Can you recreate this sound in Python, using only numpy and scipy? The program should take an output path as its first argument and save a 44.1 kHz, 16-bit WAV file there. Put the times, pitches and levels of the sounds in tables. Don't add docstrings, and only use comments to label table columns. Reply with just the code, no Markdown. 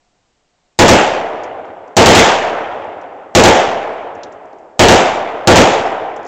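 import sys
import numpy as np
from scipy import signal
from scipy.fft import rfft, irfft, next_fast_len
from scipy.io import wavfile
from scipy.ndimage import uniform_filter1d

SR = 44100
rng = np.random.default_rng(int(sys.argv[2]) if len(sys.argv) > 2 else 0)


def output_pcm(signal):
    pcm = np.clip(np.atleast_2d(signal).T, -1, 1) * 32767
    wavfile.write(sys.argv[1], SR, np.round(pcm).astype(np.int16))


def invert_db(x):
    u = np.asarray(x, float) / 20
    return 10 ** u


N = 276507

# t/s, strength level/dB, brightness of the echo/dB
SHOTS = [(0.7896, -0.5, -1), (.881, 0, 0), (1.967, -1, 1), (2.059, 2.5, 2), (2.150, -1, 4), (3.35, 0, 0.5),
         (3.437, -0.5, 0), (4.7931, 0, 0.5), (4.884, 0, -0.5), (5.473, 1, -1.5), (5.558, -0.5, 0)]


def along(hz, values, at):
    return np.interp(np.log(at + 1), np.log(np.asarray(hz) + 1), values)


def filtered(x, response):
    m = next_fast_len(x.shape[-1] + 8192)
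    spectrum = rfft(x, m) * response(np.fft.rfftfreq(m, 1 / SR))
    return irfft(spectrum, m)[..., :x.shape[-1]]


def add(track, s, sound):
    part = track[round(s * SR):][:len(sound)]
    part += sound[:len(part)]


def fading(table, t60, hz, t):
    start_db = along(*np.transpose(table), hz)[:, None]
    return invert_db(start_db - 60 * t / t60[:, None]) ** 2


def saturated(x, top, hard):
    return x / (1 + np.abs(x / top) ** hard) ** (1 / hard)


def air():
    # f/Hz, level/dB per Hz
    hush_spectrum = [(20, -18.5), (80, -1), (467, -3.5), (724, -2), (1360, -9), (6820, -14.5), (8500, -9),
                     (11000, -57)]
    f, db = np.transpose(hush_spectrum)

    def hush_and_tone(hz):
        tone = invert_db(2.5) / (1 + ((hz - 720) / 11) ** 2)
        return invert_db(along(f, db, hz)) + tone

    hush = filtered(rng.standard_normal(N), hush_and_tone)
    rumble = filtered(rng.standard_normal(N), lambda hz: 1 / (1 + (hz / 70) ** 4))
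    return invert_db(-63) * hush / hush.std() + invert_db(-72.0) * rumble / rumble.std()


def cases():
    # t/s, peak level/dB, deepest tone f/Hz, t60/s
    landings = [(.048, -58, 2400, .03), (1.435, -34, 4890, .04), (1.653, -53, 5000, .03),
                (1.878, -50, 4790, .033), (2.844, -52, 5000, .03), (3.014, -46, 4000, .03),
                (4.151, -44, 4800, .04), (4.234, -24.5, 2300, 0.034), (4.3225, -44, 5570, .05),
                (4.456, -52.5, 5794, .022), (4.531, -47, 3200, 0.019), (4.585, -53, 5380, .06),
                (6.163, -36, 5496, .05), (6.231, -42, 3800, 0.0076), (6.2515, -37, 3600, 0.0076),
                (6.264, -37, 5000, .04)]
    leaf_top_hz, settle_db, settle_t60_s = 7400, -17.5, 0.13
    track, t = np.zeros(N), np.arange(SR // 5) / SR
    for s, db, hz, t60 in landings:
        fade = invert_db(-60 * t / t60) + invert_db(settle_db - 60 * t / settle_t60_s)
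        onset = 1 - np.exp(-t / 0.00037)
        burst = fade * onset * rng.standard_normal(len(t))
        crunch = filtered(burst, lambda f: 1 / (1 + (hz / (f + 1)) ** 8) / (1 + (f / leaf_top_hz) ** 20))
        add(track, s - .0007, invert_db(db) * crunch / np.abs(crunch).max())
    return track


def woods():
    # f/Hz, level/dB
    near_scatter = [(50, 0.5), (110, 12.5), (200, 10.5), (420, 18.5), (865, 18.5), (1050, 10), (3300, 5),
                    (7500, 10)]
    # f/Hz, level/dB
    far_scatter = [(40, -33), (91, -16), (180, -27), (300, -11), (720, 2), (1100, -8.5), (2000, -13),
                   (3400, -19)]
    # delay t/s, bass swell/dB, middle swell/dB, spread/s
    stands = [
        (.04, 14, 7, 0.053),
        (.082, -1, -5.5, 0.041),
        (.19, -4, 0, 0.032),
        (.33, 3, 1.5, .09),
        (.53, 2.5, 1, .16),
    ]

    noise, knots = rng.standard_normal((2, len(SHOTS) + 1, 3 * SR))
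    trunks = uniform_filter1d(uniform_filter1d(knots, size=90), size=90)
    grain = invert_db(1.6 * trunks / trunks.std())
    hz, t, z = signal.stft(noise * grain / np.sqrt(np.mean(grain ** 2)), SR, nperseg=512)
    f = hz[:, None]
    patches = uniform_filter1d(rng.standard_normal(z.shape), size=8, axis=1)
    patches = uniform_filter1d(patches, size=9, axis=2)
    z = z * invert_db(1.3 * patches / patches.std())
    same = 1 / (1 + (f / 700) ** 2)
    field = np.sqrt(same) * z[:1] + np.sqrt(1 - same) * z[1:]

    delay, bass_db, middle_db, spread = np.transpose(stands)
    bumps = np.exp(-((t - delay[:, None]) / spread[:, None]) ** 2)
    bass = 1 / (1 + (f / 300) ** 2)
    swell_db = bass * (bass_db @ bumps) + (1 - bass) * (middle_db @ bumps)

    near_t60_s = 0.6 / (1 + (hz / 10700) ** 3 + (30 / (hz + 20)) ** 2)
    far_t60_s = 4.41 / ((1 + hz / 500) ** 0.45 + (70 / (hz + 20)) ** 2)
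    near = fading(near_scatter, near_t60_s, hz, t)
    far = fading(far_scatter, far_t60_s, hz, t)
    octaves = np.log2(np.maximum(hz / far_scatter[-1][0], 1))
    far = far * invert_db(2 * -3 * octaves)[:, None]

    echo_step_db = -10.5 / (1 + (3750 / (f + 1)) ** 20)
    gain = np.sqrt(near + far) * invert_db(swell_db + echo_step_db)
    bright = invert_db(np.array(SHOTS)[:, 2, None, None] / (1 + (1200 / (f + 1)) ** 4))
    return signal.istft(field * gain * bright, SR, nperseg=512)[1]


def rifle():
    track, t = np.zeros(N), np.arange(SR // 10) / SR
    for (s, db, _), echo in zip(SHOTS, woods()):
        rattle, fizz = rng.standard_normal((2, len(t)))
        add(track, s - .0072, invert_db(-40.5) * np.diff(rattle, prepend=0) * (t < .007))
        add(track, s - .0008, invert_db(-24.5) * np.sin(2 * np.pi * 6000 * t) * (t < .001))
        blast = invert_db(19) * (1 - t / .0008) * np.exp(-t / .0008) * (1 - np.exp(-t / .0002))
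        snap = filtered(fizz, lambda hz: 1 / (1 + np.log2((hz + 1) / 4500) ** 4))
        crack_fade = invert_db(25 - 60 * t / 0.0085) + invert_db(9.5 - 60 * t / 0.091)
        crack = crack_fade * snap * (1 - np.exp(-t / 0.001))
        ground_rise = -np.sin(np.pi * np.minimum(t / 0.012, .5))
        ground = invert_db(7.5 - 60 * t / 0.075) * np.sin(2 * np.pi * 125 * t) * ground_rise
        add(track, s, invert_db(db) * (blast + crack + ground))
        build = 1 - np.exp(-np.arange(len(echo)) / SR / 0.00099)
        add(track, s, invert_db(db) * build * echo)

    def trunk(hz):
        return 1 + invert_db(-15.5) * np.exp(-2j * np.pi * hz * .01137) / (1 + (hz / 900) ** 2)

    def thin(hz):
        return (1j * hz / (45 + 1j * hz)) ** 2

    return filtered(track, lambda hz: trunk(hz) * thin(hz))


def scene():
    return (air() + cases() + rifle())[None]


def top_cut(x):
    return signal.sosfilt(signal.butter(12, 16950, fs=SR, output="sos"), x)


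def record(dry):
    # f/Hz, level/dB
    band_edge = [(7200, 0.5), (7700, -3), (8200, -13.5), (8900, -20), (9400, -68)]
    flat = saturated(dry, top=0.7, hard=9.6)
    narrow = filtered(flat, lambda hz: invert_db(along(*np.transpose(band_edge), hz)))
    squared = saturated(narrow, top=0.73, hard=44)

    def sag(hz):
        slow = invert_db(-29.5) / (1 + 2j * np.pi * hz * .12) ** 2
        quick = invert_db(-35.0) / (1 + 2j * np.pi * hz * 0.023) ** 2
        return slow - quick

    overload = 1. * (np.abs(dry) > .72)
    biased = squared + filtered(overload, sag)
    finished = filtered(biased, lambda hz: 1 / (1 + (hz / 16000) ** 220))
    return top_cut(finished)


dry = scene()
out = record(dry)
output_pcm(out)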